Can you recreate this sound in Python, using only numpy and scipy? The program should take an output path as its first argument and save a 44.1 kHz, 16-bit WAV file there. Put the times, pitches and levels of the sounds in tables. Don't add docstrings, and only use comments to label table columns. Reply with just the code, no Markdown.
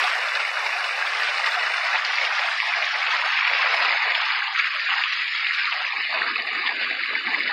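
import sys
import numpy as np
from scipy import signal
from scipy.io import wavfile
from scipy.ndimage import uniform_filter1d

SR = 44100
rng = np.random.default_rng(int(sys.argv[2]) if len(sys.argv) > 2 else 0)


def natural_amplitude(level_db):
    exponent = np.asarray(level_db, float) / 20
    return 10 ** exponent


def waveform_to_disk(signal):
    frames = np.transpose(np.atleast_2d(signal))
    scaled = np.clip(frames, -1, 1) * 32767
    samples = np.round(scaled).astype(np.int16)
    wavfile.write(sys.argv[1], SR, samples)


N = 331632

# t/s, level/dB
RUMBLE_SURGES = [
    (5.945, -48.5),
    (6.07, -60.5),
    (6.152, -51),
    (6.269, -49.5),
    (6.549, -49),
    (6.728, -46.5),
    (7.078, -47),
    (7.25, -43),
    (7.37, -57),
]
# t/s, peak/dB, f/Hz
STEP_DRIPS = [(0.037, -14, 737), (0.152, -22.5, 750), (0.754, -20.5, 719), (1.466, -20.5, 905),
              (1.567, -15.5, 713), (1.937, -16, 729), (2.75, -38.5, 1063), (2.924, -33, 720),
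              (3.132, -15, 1015), (3.592, -14, 1065), (3.816, -18, 714), (4.048, -19.5, 754),
              (4.311, -38, 920), (4.913, -31, 895), (5.632, -20.5, 960), (5.718, -20, 935),
              (6.112, -31, 1056), (6.14, -20.5, 640), (6.382, -27, 743)]
# t/s, peak/dB, f/Hz
PAVING_TICKS = [(0.0408, -13, 3430), (0.2858, -16.5, 3360), (0.352, -15, 3730), (0.843, -24, 3720),
                (1.0685, -17.5, 3410), (1.2334, -17, 4550), (1.372, -18.5, 3980), (1.464, -19.5, 3740),
                (1.5202, -14, 3580), (1.546, -15, 4060), (1.8356, -19.5, 3970), (2.0497, -11.5, 4670),
                (2.157, -15, 4600), (2.219, -16, 3830), (2.249, -24, 3570), (2.353, -18, 3300),
                (2.457, -24.5, 3320), (2.843, -16, 3700), (3.104, -23, 3360), (3.5728, -21.5, 3800),
                (3.8905, -22, 3280), (4.018, -26.5, 3600), (4.102, -23, 3600), (4.147, -14.5, 3350),
                (4.573, -19.5, 3540), (4.8429, -35.5, 3650), (5.3373, -21.5, 3340), (5.471, -18, 3700),
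                (5.5474, -21.5, 3730), (5.654, -14, 3940), (6.026, -22, 4200), (6.2771, -18, 4550),
                (6.354, -27, 3780), (6.4217, -16.5, 4580), (6.6635, -12, 3330), (7.437, -20, 3640)]


def evened(x):
    return x / np.sqrt(np.mean(x ** 2) + 1e-20)


def read(points, hz):
    f, value = np.transpose(points)
    return np.interp(np.log(hz + 1), np.log(f + 1), value)


def column(rows, t, order):
    return np.interp(t, np.transpose(rows)[0], np.transpose(rows)[order])


def patches(shape, wide, long):
    field = uniform_filter1d(rng.standard_normal(shape), max(round(wide), 1), 0)
    return evened(uniform_filter1d(field, max(round(long), 1), 1))


def coloured(x, field_db, size=512):
    overlap = 3 * size // 4
    hz, t, z = signal.stft(x, SR, nperseg=size, noverlap=overlap, boundary="even")
    z = z * natural_amplitude(field_db(hz[:, None], t, z))
    return signal.istft(z, SR, nperseg=size, noverlap=overlap)[1][:N]


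def bursts(events, rise_s, fall_db_per_s):
    t = np.arange(N) / SR
    total = np.zeros(N)
    for s, db in events:
        rise = np.clip((t - s) / rise_s, 0, 1)
        total += rise * natural_amplitude(db - fall_db_per_s * abs(t - s))
    return total


def plink(hz, cycles, glide):
    u = np.arange(round(5 * cycles * SR / hz) + 8) * hz / SR / cycles
    swell = 4.3 * u * np.exp(-1.6 * u)
    return swell * np.sin(2 * np.pi * cycles * u * (1 + glide * u))


def place(out, s, part):
    at = round(s * SR)
    out[at:at + len(part)] += part


def filtered(x, order, hz, kind):
    return signal.sosfilt(signal.butter(order, hz, kind, fs=SR, output="sos"), x)


def rumble():
    # f/Hz, level/dB
    rumble_colour = [(90, -68), (125, -42), (150, -18.5), (190, -3.5), (260, 3), (400, 1.5), (520, -8),
                     (800, -32.5)]

    def lumps_db(hz, t, z):
        return read(rumble_colour, hz[:, 0])[:, None] + 1.8 * patches(z.shape, 2, 14)
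    noise = evened(coloured(rng.standard_normal(N), lumps_db))
    return noise * bursts(RUMBLE_SURGES, rise_s=.0055, fall_db_per_s=37.5)


def rain_db(t):
    # t/s, level/dB
    shower_levels = [(0, -20.5), (.06, -22), (.14, -25), (.9, -25.5), (1.2, -24), (2.4, -24), (3.2, -23),
                     (3.55, -21.5), (4.3, -22), (4.55, -24.5), (4.62, -24), (5.02, -24), (6.06, -25),
                     (6.15, -24.5), (6.45, -24.5), (6.68, -25.5), (6.95, -25.5), (7.52, -25.5)]
    # t/s, change of level/dB
    shower_heaves = [(.05, 0), (.24, 0), (.42, 2), (0.659, 2.5), (.82, -1), (1.05, 1.5), (1.22, 1),
                     (1.35, -0.5), (1.48, 2.5), (1.58, -0.5), (1.72, -0.5), (1.95, 4), (2.029, -2),
                     (2.19, 0.5), (2.32, 0), (2.4, 2), (2.56, -0.5), (2.611, -0.5), (2.68, 0.5), (2.85, 0),
                     (3.151, 2.5), (3.23, -1), (3.48, 1), (3.62, 1), (3.841, 1.5), (4.03, -1), (4.14, -1.5),
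                     (4.42, -2), (4.53, -3.5), (4.6, 3.5), (4.72, -2), (4.95, 1.5), (5.17, 1), (5.3, 0),
                     (5.43, 2), (5.49, 2.5), (5.61, 1.5), (5.75, 0.5), (5.93, -1.5), (6.09, -2.5),
                     (6.15, 2), (6.33, -3), (6.44, -6.5), (6.53, -0.5), (6.67, 2.5), (6.75, -3.5),
                     (6.839, 3.5), (6.97, -3.5), (7.12, -0.5), (7.231, -1.5), (7.32, 1.5), (7.39, -0.5),
                     (7.49, 1)]
    heave_s = .025
    s, db = np.transpose(shower_heaves)
    coarse = np.arange(0, N / SR, .004)
    heaves_db = np.exp(-((coarse[:, None] - s) / heave_s) ** 2) @ db
    return column(shower_levels, t, order=1) + np.interp(t, coarse, heaves_db)


def patter(per_s, spread_db, cycles, count=24):
    drop_size = natural_amplitude(spread_db * np.minimum(rng.exponential(1, N), 3.8))
    drop_size = drop_size * (rng.random(N) < per_s / SR)
    kind = rng.integers(0, count, N)
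    out = np.zeros(N)
    for k, hz in enumerate(np.geomspace(300, 15000, count)):
        drop = evened(plink(hz, cycles, .042)) * hz / 1000
        out += signal.oaconvolve(drop_size * (kind == k), drop)[:N]
    return evened(signal.lfilter([1], [1, -.6], out))


def rain():
    # f/Hz, density/dB per Hz
    wash_colour = [(71, -72), (120, -62), (213, -39), (723, -8), (982, -9), (1200, -5), (1780, -3.5),
                   (2270, -3.5), (2840, -7.5), (3140, -7), (3480, -11.5), (5130, -14.5), (6290, -28),
                   (12100, -43), (15800, -47.5)]
    swell_db, swell_low_hz, swell_high_hz = .3, 900, 5200
    bright_db, brighter_db_per_s = -4, .4654

    def field_db(hz, t, z):
        flat_db = -10 * np.log10(uniform_filter1d(np.mean(abs(z) ** 2, 1, keepdims=True), 5, 0))
        gusts_db = 1.48 * patches(z.shape, 2, 25) + patches(z.shape, 90, 3)
        body = (hz > swell_low_hz) * (hz < swell_high_hz)
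        heaving_db = swell_db * patches(z.shape, 70, 40) * (.18 + body)
        upper_body = 1 / (1 + (3100 / (hz + 1)) ** 8 + (hz / 5800) ** 8)
        upper_db = (bright_db + brighter_db_per_s * t) * upper_body
        return flat_db + read(wash_colour, hz[:, 0])[:, None] + gusts_db + heaving_db + upper_db
    drops = rng.standard_normal(N) + .46 * patter(2200, spread_db=2.3, cycles=1.6)
    return natural_amplitude(rain_db(np.arange(N) / SR) + 2) * evened(coloured(drops, field_db))


def spatters():
    # t/s, peak/dB
    spray_bursts = [(0.0407, -16.5), (0.287, -21.5), (0.353, -15.5), (0.843, -19), (1.376, -14),
                    (1.465, -14), (2.0505, -15.5), (2.251, -14.5), (3.108, -16.5), (3.8886, -16),
                    (4.022, -25), (4.1482, -12.5), (5.037, -32.5), (5.542, -18.5), (6.0243, -25.5),
                    (6.666, -11)]
    t60_s = .08
    spray = evened(filtered(rng.standard_normal(N), 4, (2300, 4900), "band"))
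    return natural_amplitude(-10) * spray * bursts(spray_bursts, rise_s=.002, fall_db_per_s=60 / t60_s)


def ticks():
    out = np.zeros(N + SR)
    for s, db, hz in PAVING_TICKS:
        place(out, s, natural_amplitude(db - 1) * plink(hz, cycles=3.2, glide=.0061))
    return out[:N]


def thuds():
    out = np.zeros(N + SR)
    for s, db, hz in STEP_DRIPS:
        place(out, s, natural_amplitude(db - 7) * plink(hz, cycles=8, glide=.0011))
    return filtered(out[:N], 3, 350, "high")


def slaps():
    concrete_slaps = [(0.0178, -10, 1710), (0.0374, -12.5, 1490), (0.2312, -12.5, 1640), (0.451, -13, 2000),
                      (0.5374, -20.5, 1830), (0.6311, -18, 1670), (0.8428, -13, 2620), (1.053, -16, 1645),
                      (1.3748, -22.5, 2520), (1.395, -13.0, 2380), (1.4731, -11, 1760),
                      (1.551, -12.5, 2140), (1.58, -15.0, 2070), (1.94, -16, 1730), (1.97, -17, 2350),
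                      (2.0523, -21.5, 3400), (2.1847, -12.0, 2220), (2.4766, -13.0, 2000),
                      (2.5212, -15, 2160), (2.6023, -5.5, 2390), (2.7389, -16.5, 2080), (2.8245, -18, 2510),
                      (2.9456, -16.5, 2200), (2.958, -10, 1810), (3.1063, -16, 2450), (3.1467, -12, 1730),
                      (3.2704, -15, 2410), (3.41, -6.5, 2170), (3.7451, -14.5, 2360), (3.9743, -12.5, 1860),
                      (4.0304, -11, 2270), (4.0957, -11.5, 2030), (4.1218, -8.5, 2160),
                      (4.1519, -7.5, 2780), (4.303, -10.5, 2150), (4.3488, -12.0, 1790),
                      (4.6017, -10.5, 2300), (4.7966, -8.5, 2150), (5.0382, -5, 2620), (5.469, -9, 2430),
                      (5.5116, -16, 2150), (5.5479, -13.5, 2400), (5.656, -12.5, 2370), (5.726, -9.5, 2550),
                      (5.866, -13.5, 2380), (7.06, -10.5, 2370)]
    cycles = 1.6
    out = np.zeros(N + SR)
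    for s, db, hz in concrete_slaps:
        peak_lag_s = cycles / hz / 1.6
        place(out, s - peak_lag_s, natural_amplitude(db) * plink(hz, cycles, glide=.015))
    return filtered(out[:N], 3, (600, 5500), "band")


def near_drops():
    # t/s, peak/dB, f/Hz
    porch_drops = [(0.0363, -19, 1640), (0.3526, -20.5, 2200), (0.3721, -13.5, 1690), (0.5716, -18, 1434),
                   (0.841, -14.5, 2730), (1.0236, -13, 1495), (1.2216, -10, 1720), (1.4681, -11.5, 2190),
                   (1.9385, -11.5, 1530), (2.1006, -15, 1890), (2.1834, -15, 2140), (2.2144, -12.5, 1935),
                   (2.2493, -8.5, 2700), (2.393, -12, 1880), (2.601, -15, 2006), (2.7367, -10.5, 2120),
                   (2.823, -9.5, 2260), (2.8444, -11, 2170), (2.9412, -13.5, 2020), (3.0265, -12.5, 2190),
                   (3.0704, -12.5, 2490), (3.2385, -14.5, 1330), (3.3029, -15, 2460), (3.3747, -9, 2170),
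                   (3.4516, -9, 2090), (3.4755, -8, 2270), (3.4979, -13, 1920), (3.5344, -9, 2035),
                   (3.5813, -10, 2270), (3.6671, -12, 1534), (3.7379, -9.5, 2000), (3.8916, -12.5, 2260),
                   (3.9729, -19.5, 1940), (4.0921, -21, 2050), (4.1195, -14, 2250), (4.1505, -13.5, 1880),
                   (4.4209, -11.5, 1525), (4.5965, -9, 2250), (4.6224, -12.5, 1930), (4.6433, -10, 2110),
                   (4.7955, -8.5, 1960), (4.9048, -10, 2730), (4.9377, -11.5, 1800), (5.0384, -13, 1940),
                   (5.466, -10.5, 1970), (5.5084, -9.5, 1840), (5.6436, -12, 2160), (5.9224, -12.5, 2270),
                   (5.9673, -14, 2190), (6.2183, -6.5, 1650), (6.3574, -9.5, 2380), (6.556, -13, 1786),
                   (6.8299, -14.5, 2160), (6.9107, -11, 2190), (7.0349, -11.5, 2000), (7.1526, -7, 2030),
                   (7.2689, -10, 2080), (7.3452, -7, 1990), (7.4046, -9, 2000), (7.4764, -10.5, 2000)]
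    body_db = 2.2
    splash_db, splash_db_per_octave = -14, 6
    out = np.zeros(N + SR)
    for (s, db, hz), luck in zip(porch_drops, rng.random((len(porch_drops), 2))):
        body = natural_amplitude(1.25 * db + body_db) * plink(hz, 1.7 + 1.2 * luck[0], .02)
        splash_level_db = db + splash_db + splash_db_per_octave * np.log2(hz / 2000)
        splash = natural_amplitude(splash_level_db) * plink(hz * 1.5, 3.5, .013)
        place(out, s + .0004, body)
        place(out, s + .0004, splash)
        place(out, s + .003 + .003 * luck[1], .4 * body)
        place(out, s - .003 - .002 * luck[0], .25 * body)
    return filtered(out[:N], 3, 700, "high")


def scene():
    return (rain() + near_drops() + slaps() + ticks() + thuds() + rumble() + spatters())[None]


def learnt_margin_db(centre, t, shape):
    # f/Hz, t when learnt/s
    learnt_times = [(150, 4.6), (500, 2.3), (1000, 2), (1200, 10.4), (1400, 0.34), (1700, 20.6),
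                    (2900, 13.1), (3200, 5.6), (3500, 10.4), (4200, 11.4), (5100, 4.25),
                    (5400, 0.5), (6000, 3), (6600, 3.5), (6950, 6.5), (7400, 2.5), (8100, 1.94), (8900, 4),
                     (9500, 0.4), (10800, .6), (11600, .4), (14000, .5), (15100, 0.5), (15900, 5)]
    tick_opens_db, tick_opens_s = 2, .012
    treble = centre > 5300
    speed_db_per_s = 1.28 + treble + 2.4 * (centre > 7200) - 2 * (centre > 11200)
    margin_db = speed_db_per_s * (t - read(learnt_times, centre[:, 0])[:, None])
    margin_db = margin_db + 3 * patches(shape, 1, 160) * np.where(treble, .4, .5)
    margin_db = margin_db + .9 * patches(shape, 60, 9) * treble
    flicks = sum(np.exp(-((t - s - tick_opens_s) / tick_opens_s) ** 2) for s, db, hz in PAVING_TICKS)
    return margin_db - treble * tick_opens_db * flicks


def lows_edge_db(centre, t, lows_top_hz):
    # t/s, edge/octaves above 100 Hz
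    noise_edge = [(0, 1.1), (1, 1.38), (1.55, 1.34), (2.2, 1.77), (2.7, 2.7), (2.85, 2.59), (3.4, 2.76),
                  (3.8, 1.15), (4.25, 2.71), (4.7, 3.3), (5.05, 2.88), (5.35, 5.1), (5.6, 3.95),
                  (5.8, 2.65), (6.05, 3.47), (6.25, 2.26), (7.05, 2.58), (7.52, 2.64)]
    edge_db_per_octave = 8.5
    drip_opens_db, drip_opens_s = 1.5, .03
    rumble_opens_db, rumble_top_hz = 9.5, 480
    edge_db = edge_db_per_octave * (column(noise_edge, t, order=1) - np.log2(centre / 100 + .037))
    drips = sum(np.exp(-((t - s - .02) / drip_opens_s) ** 2) for s, db, hz in STEP_DRIPS)
    top_hz = np.where(t > RUMBLE_SURGES[2][0], rumble_top_hz, rumble_top_hz / 2)
    rumbling = (t > RUMBLE_SURGES[0][0]) * (centre < top_hz)
    return edge_db - drip_opens_db * drips - rumble_opens_db * rumbling


def spells_db(centre, t):
    # start/s, length/s, f/Hz, margin/dB
    low_and_body_spells = [(.15, .9, 3200, 12), (.59, .39, 1400, 4), (1.3, .65, 3200, 7.5), (2.05, .35, 1550, -4),
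                           (2.08, .1, 600, -5), (2.56, .14, 1400, 10), (2.62, .14, 800, -5), (3.05, .23, 750, -8),
                           (3.3, .17, 800, -6), (4.38, .36, 1100, -5), (4.4, .15, 1500, -3), (4.62, .08, 580, 6),
                           (4.78, .1, 1500, -4), (5.07, .06, 1100, -5), (5.22, .18, 1000, 4), (5.45, .08, 1300, -5),
                           (5.83, .1, 900, -5), (5.86, .28, 1400, 12), (6.02, .09, 450, -6), (6.11, .1, 560, -16),
                           (6.11, .1, 900, -10), (6.16, .49, 3200, 8), (6.21, .08, 560, -6), (6.28, .1, 700, 6),
                           (6.34, .25, 1500, 7), (6.45, .08, 560, -6), (6.5, .22, 1150, -5), (6.7, .1, 560, -7),
                           (6.75, .25, 1350, 8), (6.9, .15, 1100, 6), (6.98, .18, 760, 5), (7.17, .11, 950, 7),
                           (7.08, .12, 1150, 5), (7.15, .37, 3200, 2), (7.18, .1, 1300, -5), (7.42, .09, 1100, 6),
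                           (7.28, .1, 920, -8), (7.39, .1, 800, 7), (7.44, .08, 560, -8), (7.49, .03, 800, -10),
                           (.08, .1, 300, 5), (.22, .1, 400, 6), (.44, .08, 400, -6), (.74, .08, 350, 4),
                  (.86, .19, 450, 5), (1.06, .1, 420, -6), (1.26, .08, 300, -6), (1.42, .08, 400, -6),
                  (1.45, .18, 520, -8), (1.8, .1, 450, 5), (2.06, .06, 375, -5), (2.19, .12, 420, -8),
                  (2.77, .08, 450, -8), (2.95, .07, 480, -7), (3.05, .05, 375, -7), (3.14, .12, 480, -7),
                  (3.5, .06, 430, -8), (3.67, .06, 400, -8), (3.83, .14, 330, -8), (3.97, .07, 560, 8),
                  (4.04, .09, 420, -8), (4.3, .05, 375, -7), (4.35, .2, 800, -9), (4.36, .04, 230, -10),
                  (4.47, .1, 600, -4), (4.62, .1, 750, 3), (4.74, .12, 560, -7), (4.8, .1, 1000, 7),
                  (4.89, .13, 800, -5), (5.06, .05, 300, -9), (5.21, .06, 450, -7), (5.38, .16, 780, -12),
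                  (5.57, .13, 700, 8), (5.62, .06, 375, -9), (5.72, .1, 620, -9), (5.83, .05, 450, -7),
                  (5.94, .07, 400, -16), (5.95, .06, 750, -6), (6.2, .07, 750, -4), (6.31, .07, 950, 7),
                  (6.38, .06, 700, -10), (6.43, .07, 950, 8), (6.5, .1, 700, 4), (6.6, .06, 580, 6),
                  (6.75, .2, 780, 4), (6.75, .3, 1020, 6), (7, .09, 500, 6), (7.09, .06, 520, -10),
                  (7.1, .14, 720, 6), (7.36, .12, 720, 6)]
    # start/s, length/s, f/Hz, margin/dB
    treble_spells = [(0, 2.4, 5500, -6), (0, 1.75, 9900, -5), (0, 1.35, 10500, -3), (0, .9, 11800, -2),
                     (1.4, .5, 10700, -3), (2.5, .5, 5300, -4), (0, 1.85, 15200, -4), (.9, 1.1, 11800, -2),
                     (.9, 1.1, 12900, -2), (1.15, .4, 14200, 6), (1.85, .6, 7900, 4), (1.85, .6, 10200, 5),
                     (2.4, 1.5, 5650, -4), (3.2, .8, 8300, 3), (3.5, .8, 6150, 2), (4.1, 1.9, 6000, -2.5),
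                     (4.55, 1.5, 5300, -3), (4.6, 1.1, 8900, -2.5), (5.05, .35, 6200, 2),
                     (5.6, .4, 6100, -2), (6, 1.52, 5800, 5), (6.05, .2, 6800, 3), (5.75, 1.77, 8700, 3),
                     (6.6, .92, 5050, -4), (6.8, .72, 6800, -2), (7.47, .05, 15200, -15)]
    total_db = np.zeros((len(centre), len(t)))
    for spells, half_width_hz, blur_s in ((low_and_body_spells, 150, .01), (treble_spells, 560, .07)):
        for s, length, band_hz, db in spells:
            inside_s = np.minimum(t - s + (s == 0), s + length - t)
            held = np.clip(inside_s / min(blur_s, length / 2) + .5, 0, 1)
            total_db += db * (abs(centre - band_hz) < half_width_hz) * held
    return total_db


def suppressor_db(hz, t, z):
    # f/Hz, gain/dB
    shut_gain = [(150, -17), (350, -18), (600, -26), (1000, -12.5), (1500, -12), (4000, -17.5), (6000, -23),
                 (9000, -24.5), (12000, -28.5), (15500, -22.5)]
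    # f/Hz, width/Hz, gain/dB
    band_seams = [(3130, 36, -15), (6070, 45, -14), (7058, 101, -24), (9060, 50, -5), (9520, 70, -10.5)]
    # f/Hz, width/Hz, drop of margin ceiling/dB
    leaky_bands = [(6750, 200, 10), (8770, 420, 7.5), (15050, 130, 3.5), (15530, 130, 9.5),
                   (6070, 390, -11)]
    band_hz, hop, memory_s, lows_top_hz = 187.5, 128, .032, 1016
    band = np.round(hz[:, 0] / band_hz).astype(int)
    centre = np.arange(band[-1] + 1)[:, None] * band_hz

    power = np.add.reduceat(abs(z) ** 2, np.searchsorted(band, np.arange(len(centre))), axis=0)
    keep = np.exp(-hop / SR / memory_s)
    start = keep * np.median(power, 1, keepdims=True)
    power = signal.lfilter([1 - keep], [1, -keep], power, zi=start)[0]
    power_db = 10 * np.log10(power + 1e-16) - .9 * rain_db(t - .015)
    excess_db = power_db - np.median(power_db, 1, keepdims=True)

    margin_db = learnt_margin_db(centre, t, power.shape)
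    edge_db = lows_edge_db(centre, t, lows_top_hz)
    margin_db = margin_db + (edge_db - margin_db) / (1 + (centre / lows_top_hz) ** 8)
    margin_db = margin_db + spells_db(centre, t)
    margin_db = margin_db + .93 * patches(power.shape, 2, 24) * (centre < 4300)
    margin_db = margin_db + 1.7 * patches(power.shape, 1, 20) * (centre > 5300)
    ceiling_db = 8.5 - sum(db * np.exp(-((centre - f) / width) ** 2) for f, width, db in leaky_bands)

    softness_db = 1.2 + .25 * (centre > 7200)
    over_db = excess_db - np.minimum(margin_db, ceiling_db)
    shut = 1 / (1 + np.exp(np.clip(over_db / softness_db, -30, 30)))
    gain_db = read(shut_gain, centre[:, 0])[:, None] * shut
    gain_db = uniform_filter1d(gain_db[band], size=2, axis=0)
    seams_db = sum(db / (1 + ((hz - f) / width) ** 4) for f, width, db in band_seams)
    wind_filter_db = -10 * np.log10(1 + (150 / (hz + 1)) ** 12)
    return gain_db + seams_db + wind_filter_db


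def subtraction_db(hz, t, z):
    power = uniform_filter1d(abs(z) ** 2, size=2, axis=1) + 1e-18
    around = uniform_filter1d(uniform_filter1d(power, size=15, axis=0), size=5, axis=1)
    return 10 * np.log10(np.maximum(1 - .23 * around / power, .25))


def roll_off(x):
    return signal.sosfilt(signal.butter(12, 15740, fs=SR, output="sos"), x)


def record(dry):
    # t/s, level/dB
    overload_snap = (4.1518, -29)
    x = coloured(dry[0], suppressor_db)
    x = natural_amplitude(-0.5) * coloured(x, subtraction_db, size=2048)
    x = x + natural_amplitude(-76.5) * rng.standard_normal(N)
    x[round(overload_snap[0] * SR)] += natural_amplitude(overload_snap[1] - 1)
    return roll_off(x[None])


dry = scene()
out = record(dry)
waveform_to_disk(out)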